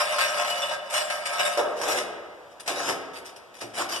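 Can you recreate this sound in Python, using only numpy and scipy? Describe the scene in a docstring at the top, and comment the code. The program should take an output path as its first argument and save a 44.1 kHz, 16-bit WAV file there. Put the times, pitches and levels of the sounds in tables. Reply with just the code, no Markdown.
"""A sharp, gritty scrape rings out in a bare, echoing room: a large ceramic floor tile is pushed over screed.
It drags and catches on sand, bumps against its stop, then is shoved and pressed home in short scrapes.
Each slipping grain is an impulse that excites the slab's modes; the air gap below adds a hollow tone.
Hard grains squeak and crack, the edge clacks on its neighbour, and loose grit crunches between shoves.
Near the end the bed gives with a soft, low note."""
import sys
import numpy as np
from scipy import signal
from scipy.fft import rfft, irfft, next_fast_len
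from scipy.io import wavfile
from scipy.ndimage import uniform_filter1d, map_coordinates

SR = 44100
rng = np.random.default_rng(int(sys.argv[2]) if len(sys.argv) > 2 else 0)


def file_out(sig):
    """Save sig as 16-bit WAV at sys.argv[1]."""
    # one column per channel
    cols = np.atleast_2d(sig).T
    # limit, then scale
    lim = np.clip(cols, -1, 1)
    pcm = np.round(lim * 32767).astype(np.int16)
    wavfile.write(sys.argv[1], SR, pcm)


N = 176400

# steady friction of the long push: time_s, level_db
DRAG = [(0, -29), (.15, -26.5), (.29, -30), (.42, -28), (.57, -31), (.74, -31.5), (.79, -54), (.88, -42.5),
        (.94, -37), (1.07, -38), (1.15, -31.5), (1.22, -36.5), (1.31, -33), (1.42, -27.5), (1.56, -35),
        (1.599, -37.5)]
# the sliding tile catches on sand: start_s, rise_s, hold_s, level_db, treble_db
CATCHES = [(0, 0.00041, 0.0094, -20.5, -1.5), (.08, .004, .008, -40, -6), (.184, 0.0011, 0.018, -26.5, 4),
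           (.2, 0.005, 0.037, -29.5, 7), (.364, 0.0098, 0.037, -25, -5), (.398, .004, 0.037, -30, -4.5),
           (.472, .003, .012, -38.5, 6), (.499, .002, 0.0083, -29, -3), (.612, 0.0077, 0.012, -29, 1),
           (.709, 0.0027, 0.011, -26, -4.5), (.899, .002, 0.029, -33.5, 4.5),
           (.925, 0.018, 0.032, -26, 4.5), (.99, 0.01, 0.026, -32.5, 3.5), (1.097, 0.0036, 0.016, -28.5, 0),
           (1.246, 0.011, .015, -31.5, 6), (1.333, .0024, 0.0055, -28.5, -1.5),
           (1.39, .004, 0.019, -22.5, -1.5), (1.447, 0.0041, 0.012, -24, 1)]
# top treble of the slide: time_s, gain_db
SLIDE_FIZZ = [(0, 0.5), (.22, 2), (.62, 2.5), (.72, -1.5), (.95, 4), (1.27, 2), (1.45, 3.5)]
# shoves on the seated tile: start_s, rise_s, hold_s, level_db, treble_db
SHOVES = [(1.573, .0009, 0.026, -25, -4), (1.63, 0.0053, 0.094, -32.5, -15.5),
          (1.75, 0.029, 0.024, -39.5, 2.5), (1.808, .007, 0.069, -29.5, 2), (1.875, 0.011, 0.044, -27.5, 4),
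          (1.935, 0.034, 0.024, -26, 1), (2.658, 0.0042, .011, -40, 3.5), (2.676, .0009, 0.0067, -29, 5),
          (2.69, 0.0026, 0.029, -30, -0.5), (2.735, 0.035, 0.14, -29.5, -.5),
          (2.865, .031, .008, -24.5, 0.5), (3.606, .008, 0.0071, -34, 2.5), (3.732, 0.02, 0.023, -38.5, 6),
          (3.765, 0.019, 0.014, -27, 0), (3.79, 0.0076, 0.025, -36, 6.5), (3.885, 0.0076, 0.027, -34.5, 3),
          (3.91, .013, 0.042, -35, 8)]
# the slab bumps against its stop and judders: start_s, level_db
BUMPS = [(1.572, -23), (1.594, -30), (1.643, -29.5), (1.675, -37.5), (1.84, -34.5), (1.887, -28.5),
         (1.945, -34.5)]
# the hand presses the slab onto its bed: start_s, level_db
PRESSES = [(2.7, -33), (2.76, -42), (2.888, -30), (3.613, -38.5), (3.64, -41.5), (3.803, -34)]
# the edge clacks against its neighbour: start_s, rise_s, hold_s, level_db
CLACKS = [(.002, 0.00087, 0.019, -24.5), (.184, .001, 0.02, -27.5), (0.955, .005, 0.028, -32.5),
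          (3.794, 0.0096, 0.018, -29)]
# a hard grain cracks under the edge: start_s, level_db
CRACKS = [(0.186, -28), (.5, -33), (0.9, -40), (1.574, -31.5), (2.599, -44.5), (2.677, -25.5), (3.612, -39)]
# a hard grain chatters and sings: start_s, hold_s, pitch_hz, level_db
SQUEAKS = [(.008, 0.018, 5140, -33), (0.22, .012, 8300, -39), (0.49, .04, 2930, -30.5),
           (0.618, 0.024, 2950, -30), (0.618, 0.015, 3510, -31), (0.71, 0.0078, 2900, -34),
           (1.449, 0.0067, 3680, -28.5), (3.605, 0.0053, 5200, -42.5), (3.933, 0.012, 3025, -32.5),
           (3.937, 0.054, 8930, -44)]
# loose grit crunches under the edge: start_s, rise_s, hold_s, level_db
CRUNCHES = [(2.503, .008, 0.0027, -54.5), (2.594, 0.0065, 0.0073, -41.5), (3.124, .03, 0.023, -40.5),
            (3.246, 0.012, .022, -41), (3.359, 0.0033, .004, -45.5), (3.537, 0.0076, 0.023, -46),
            (3.578, .009, 0.033, -48)]

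# resonances: pitch_hz, width_hz, peak_db
SLAB_MODES = [(929, 14.3, 4.5), (1068, 18, 0.5), (1281, 30.5, 3.5), (1601, 16, 0), (2340, 22, -8),
              (2666, 86, -5), (2917, 39, 4), (3528, 58, -1), (4750, 14, -10), (5085, 19, -5),
              (5590, 19, -3.5), (7550, 33, 3.5), (8320, 23, -0.5), (10000, 36, 4)]  # the ceramic slab
GAP_MODES = [(423, 60, 5.5), (556, 14, 12), (606.7, 13.4, 15), (699, 28.5, 12.5)]  # air gap under the sliding tile
THUD_MODES = [(370, 20, -1), (441, 32, 6.5), (500, 72, 1.5), (592, 84, 5), (688, 24, 7), (926, 35, -4),
              (1270, 114, -3), (1610, 60, -4)]  # the whole tile in its bed
BED_MODES = [(292, 15, 3), (359.6, 27, 5), (434, 22, -2.5), (667, 84, 3.5)]  # low modes of the seated tile
EDGE_MODES = [(668, 33, 3.5), (935, 28, -2.5), (1040, 26, 4), (1300, 174, 3)]  # the struck edge

# broad spectra: frequency_hz, relative_db
SLIDING_SPECTRUM = [(40, -42), (150, -23.5), (330, -24), (480, -19.5), (580, -4), (800, -7.5), (1300, -8),
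                    (2100, -0.5), (3000, -12.5), (4200, -8.5), (5600, -11), (7000, -20), (8600, -18),
                    (11500, -26.5), (12300, -30), (14300, -36.5)]
SEATED_SPECTRUM = [(40, -25.5), (110, -14.5), (210, -12.5), (300, -5.5), (420, -0.5), (700, 0.5),
                   (1300, -2.5), (2100, 0), (3000, -9), (4200, -6), (5600, -7), (7000, -12), (8600, -14.5),
                   (11500, -20), (12300, -25.5), (14300, -32)]
GRIT_SPECTRUM = [(200, -28), (700, -3.5), (2000, 7), (3500, 1.5), (5400, 4.5), (7000, -3.5), (10000, -2.5),
                 (14000, -17)]
AIR_SPECTRUM = [(25, -28), (60, -3), (120, -4.5), (250, -2), (600, 6), (1500, -1.5), (4000, -11.5),
                (14000, -28)]

# reverberation time: frequency_hz, t60_s
ROOM_DECAY = [(120, 1.1), (400, 1.63), (1400, 1.49), (2800, 0.99), (7000, 0.64), (14000, 0.25)]
# reverberant over direct sound: frequency_hz, level_db
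ROOM_LEVEL = [(120, 1), (350, 0), (600, -0.5), (1300, -4), (3000, -6), (7000, -12), (14000, -5)]
# likeness of left and right: frequency_hz, correlation_ratio
STEREO_LIKENESS = [(40, 0), (150, 0.64), (500, 0.72), (1000, 0.076), (1700, 0.22), (4000, 0.33),
                   (6500, 0.027), (7800, 0.35), (10000, 0.21), (14000, 0.26)]
# stereo widening comb: frequency_hz, depth_ratio
COMB_DEPTH = [(450, 0.25), (1000, 0.97), (3200, 0.94), (5300, 0.92), (6400, 0.4), (7500, 0), (10000, 0)]
# left over right channel: frequency_hz, level_db
LEFT_LEAN = [(200, 0.8), (1200, 0), (2500, 1), (4500, 2), (8500, 3), (12000, 1.5)]


def slide(slab):
    """Sliding friction: steady drag and sudden catches drive the slab and the resonant air gap."""
    drag = level_curve(DRAG, right=-120)
    body, treble = forces(CATCHES)
    body = np.hypot(body, drag)
    treble = np.hypot(treble, drag * amp(-0.5))
    gain = spectrum(SLIDING_SPECTRUM) * np.sqrt(1 + amp(10) ** 2 * slab + peaks(GAP_MODES))
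    sand = grains(per_s=1200, judder_db=0.5, judder_per_s=110, dust=0.35)
    sliding = scrape(sand, body, treble, gain, split_hz=1520)
    fizz = filtered(sliding, 1 - 1 / (1 + (grid() / 6500) ** 8))
    return sliding + (level_curve(SLIDE_FIZZ) - 1) * fizz


def shoves(slab, ring_db):
    """Damping by contact: the seated tile scrapes deeper, with weaker slab resonances."""
    gain = spectrum(SEATED_SPECTRUM) * np.sqrt(1 + amp(ring_db) ** 2 * slab + peaks(BED_MODES))
    sand = grains(per_s=1300, judder_db=0.5, judder_per_s=89, dust=0.81)
    return scrape(sand, *forces(SHOVES), gain, split_hz=1600)


def scrape(sand, body, treble, gain, split_hz):
    """Source and filter: grains ring the slab, with one force below the split and another above."""
    low = 1 / (1 + (grid() / split_hz) ** 6)
    response = minimum_phase(gain)
    return filtered(sand * body, response * low) + filtered(sand * treble, response * (1 - low))


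def forces(rows, t60_s=0.17):
    """Incoherent sources add in power: the body and treble envelopes of a set of strokes."""
    body_power = treble_power = 0
    for start, rise, hold, db, treble_db in rows:
        power = (amp(db) * stroke(start, rise, hold, t60_s)) ** 2
        body_power += power
        treble_power += power * amp(treble_db) ** 2
    return np.sqrt(body_power), np.sqrt(treble_power)


def grains(per_s, judder_db, judder_per_s, dust):
    """Shot noise: sand grains slip at random over a hiss of fine dust, in mid and side channels."""
    hits = (rng.random(N) < per_s / SR) * rng.uniform(0.51, 1, N)
    ticks = unit(hits * rng.choice([-1, 1], (2, N)))
    sand = ticks + dust * noise()
    judder = amp(judder_db * np.tanh(wobble(judder_per_s)))
    return moving_contacts(sand * judder)


def moving_contacts(sand):
    """Modal coupling depends on position: as the contacts move, different high modes are favoured."""
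    hz, _, spectra = signal.stft(sand, SR, nperseg=512)
    field = uniform_filter1d(rng.standard_normal(spectra.shape[1:]), size=3, axis=0)
    field = unit(uniform_filter1d(field, size=8, axis=1))
    depth_db = np.interp(hz, [500, 3000, 8000], [1, 3, 4.2])[:, None]
    return unit(signal.istft(spectra * amp(depth_db * field), SR, nperseg=512)[1][:, :N])


def high_modes(x, t60_s, from_hz, power_share):
    """Modal overlap: the slab's dense high modes ring like a short burst of decaying noise."""
    t = np.arange(SR // 10) / SR
    ring = rng.standard_normal((2, len(t))) * amp(-60 * t / t60_s)
    rung = signal.fftconvolve(x, ring / np.linalg.norm(ring[0]), axes=1)[:, :N]
    share = power_share / (1 + (from_hz / (grid() + 1)) ** 8)
    return filtered(x, np.sqrt(1 - share)) + filtered(rung, np.sqrt(share))


def blows(rows, modes, hold_s, t60_s, floor_hz, top_hz):
    """Impact excitation: dull, gritty blows set the whole tile ringing in its low modes."""
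    force = sum(amp(db) * stroke(start, 0, hold_s, t60_s) for start, db in rows)
    gain = np.sqrt(peaks(modes)) / np.hypot(1, (grid() / top_hz) ** 2)
    gain /= np.hypot(1, (floor_hz / (grid() + 1)) ** 4)
    return filtered(force * noise(), minimum_phase(gain))


def clacks(t60_s, floor_hz):
    """Hard contact: edge rattles on edge and excites the middle modes."""
    force = sum(amp(db) * stroke(start, rise, hold, t60_s) for start, rise, hold, db in CLACKS)
    gain = np.sqrt(peaks(EDGE_MODES)) / np.hypot(1, (floor_hz / (grid() + 1)) ** 2)
    return filtered(force * noise(), minimum_phase(gain))


def cracks(hold_s, t60_s):
    """Brittle fracture: a snapping grain releases an abrupt broadband burst."""
    force = sum(amp(db) * stroke(start, 0, hold_s, t60_s) for start, db in CRACKS)
    return filtered(force * noise(), minimum_phase(spectrum(GRIT_SPECTRUM)))


def squeaks(rise_s, t60_s):
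    """Stick-slip chatter: a hard grain sings a short tone, roughened by random phase modulation."""
    turn = 2 * np.pi * np.arange(N) / SR
    jitter = unit(np.array([wobble(90), wobble(90)]))
    return sum(amp(db) * stroke(start, rise_s, hold, t60_s) * np.sin(hz * turn + jitter)
               for start, hold, hz, db in SQUEAKS)


def crunches(slab, ring_db):
    """Granular noise: short, bright showers of grit impulses lightly ring the slab."""
    force = sum(amp(db) * stroke(start, rise, hold, t60_s=0.11) for start, rise, hold, db in CRUNCHES)
    gain = spectrum(GRIT_SPECTRUM) * np.sqrt(1 + amp(ring_db) ** 2 * slab)
    grit = grains(per_s=600, judder_db=3.0, judder_per_s=74, dust=0.49)
    return filtered(force * grit, minimum_phase(gain))


def boom(start_s, pitch_hz, level_db, t60_s):
    """Damped oscillation: one soft, low note as the bed gives under the hand."""
    tone = np.sin(2 * np.pi * pitch_hz * np.arange(N) / SR)
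    mid_side = np.array([[1], [.5]])
    return amp(level_db) * stroke(start_s, 0.02, 0, t60_s) * tone * mid_side


def room(x, build_s):
    """Diffuse reverberation: bare walls return a long exponential tail whose treble dies first."""
    hz, t, spectra = signal.stft(rng.standard_normal((2, SR * 3 // 2)), SR, nperseg=256)
    fall = amp(-60 * t / along(ROOM_DECAY, hz)[:, None]) * (1 - np.exp(-t / build_s))
    fall *= amp(along(ROOM_LEVEL, hz))[:, None] / np.sqrt(np.mean(fall ** 2, axis=1, keepdims=True))
    tail = signal.istft(spectra * fall, SR, nperseg=256)[1]
    return signal.fftconvolve(x, tail / np.sqrt(tail.shape[1]), axes=1)[:, :N]


def still_air(level_db):
    """Ambient noise floor: the faint, steady hush of the room."""
    return amp(level_db) * unit(filtered(noise(), spectrum(AIR_SPECTRUM)))


def peaks(modes):
    """Superposition: the summed power response of damped resonators."""
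    f = grid()
    return sum(amp(db) ** 2 * (f * width) ** 2 / ((hz * hz - f * f) ** 2 + (f * width) ** 2)
               for hz, width, db in modes)


def minimum_phase(gain):
    """Causality: a response of this shape, at rms gain 1, that rings only after its cause."""
    cepstrum = irfft(np.log(np.maximum(unit(gain), 1e-6)))
    half = len(cepstrum) // 2
    cepstrum[1:half] *= 2
    cepstrum[half + 1:] = 0
    return np.exp(rfft(cepstrum))


def stroke(start_s, rise_s, hold_s, t60_s):
    """Exponential decay, 60 dB in t60_s, after a linear rise and a hold."""
    t = np.arange(N) / SR - start_s
    attack = np.clip(t / max(rise_s, 1e-4), 0, 1)
    return attack * amp(-60 * np.clip((t - rise_s - hold_s) / t60_s, 0, 3))


def level_curve(points, right=None):
    """Amplitude envelope through (time_s, level_db) points; right is the level after the last."""
    return amp(np.interp(np.arange(N) / SR, *np.transpose(points), right=right))


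def wobble(per_s):
    """Smooth random modulation with per_s knots a second."""
    knots = rng.standard_normal(int(N * per_s / SR) + 4)
    return map_coordinates(knots, [np.arange(N) * per_s / SR])


def noise():
    """Uncorrelated white noise for mid and side."""
    return rng.standard_normal((2, N))


def filtered(x, response):
    """Linear filtering as a product of spectra."""
    return irfft(rfft(x, 2 * (len(response.T) - 1)) * response)[..., :N]


def spectrum(points):
    """Magnitude response through (frequency_hz, level_db) points."""
    return amp(along(points, grid()))


def along(points, hz):
    """Interpolation on a logarithmic frequency axis."""
    frequencies, values = np.transpose(points)
    return np.interp(np.log(hz + 1), np.log(frequencies + 1), values)


def grid():
    """Frequency bins of the filters, in Hz."""
    return np.fft.rfftfreq(2 * next_fast_len(N * 2 // 3), 1 / SR)


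def amp(db):
    """Decibels to amplitude ratio."""
    return 10 ** (np.asarray(db) / 20)


def unit(x):
    """Normalisation to rms 1."""
    return x / np.sqrt(np.mean(x ** 2) + 1e-20)


def scene():
    """Superposition of tile, room and air; the mid-to-side ratio sets how alike left and right are."""
    slab = peaks(SLAB_MODES)
    tile = slide(slab)
    tile += blows(BUMPS, THUD_MODES, hold_s=0.018, t60_s=0.14, floor_hz=384, top_hz=2440)
    tile += blows(PRESSES, BED_MODES, hold_s=0.016, t60_s=0.087, floor_hz=206, top_hz=900)
    tile += shoves(slab, ring_db=2.0)
    tile += crunches(slab, ring_db=-5.0)
    tile += clacks(t60_s=0.051, floor_hz=550)
    tile = high_modes(tile, t60_s=0.06, from_hz=2670, power_share=0.44)
    tile += cracks(hold_s=0.003, t60_s=0.075)
    tile += squeaks(rise_s=0.0029, t60_s=0.09)
    tile += boom(start_s=3.625, pitch_hz=116.4, level_db=-47, t60_s=0.75)
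    mix = tile + still_air(level_db=-51) + room(tile, build_s=0.00077)
    alike = along(STEREO_LIKENESS, grid())
    mid, side = filtered(mix, np.sqrt(np.array([1 + alike, 1 - alike]) / 2))
    return np.array([mid + side, mid - side])


def record(dry, comb_delay_s=0.000472, top_hz=14300):
    """Opposed combs on mid and side widen the image; the left is brighter; the band ends steeply."""
    hz = grid()
    comb = along(COMB_DEPTH, hz) * np.cos(2 * np.pi * hz * comb_delay_s)
    mid_side = np.array([dry[0] + dry[1], dry[0] - dry[1]]) / 2
    mid, side = filtered(mid_side, np.sqrt([1 - comb, 1 + comb]))
    lean_db = along(LEFT_LEAN, hz) / 2
    return filtered(np.array([mid + side, mid - side]), amp([lean_db, -lean_db]) * (hz < top_hz))


dry = scene()
out = record(dry)
file_out(out)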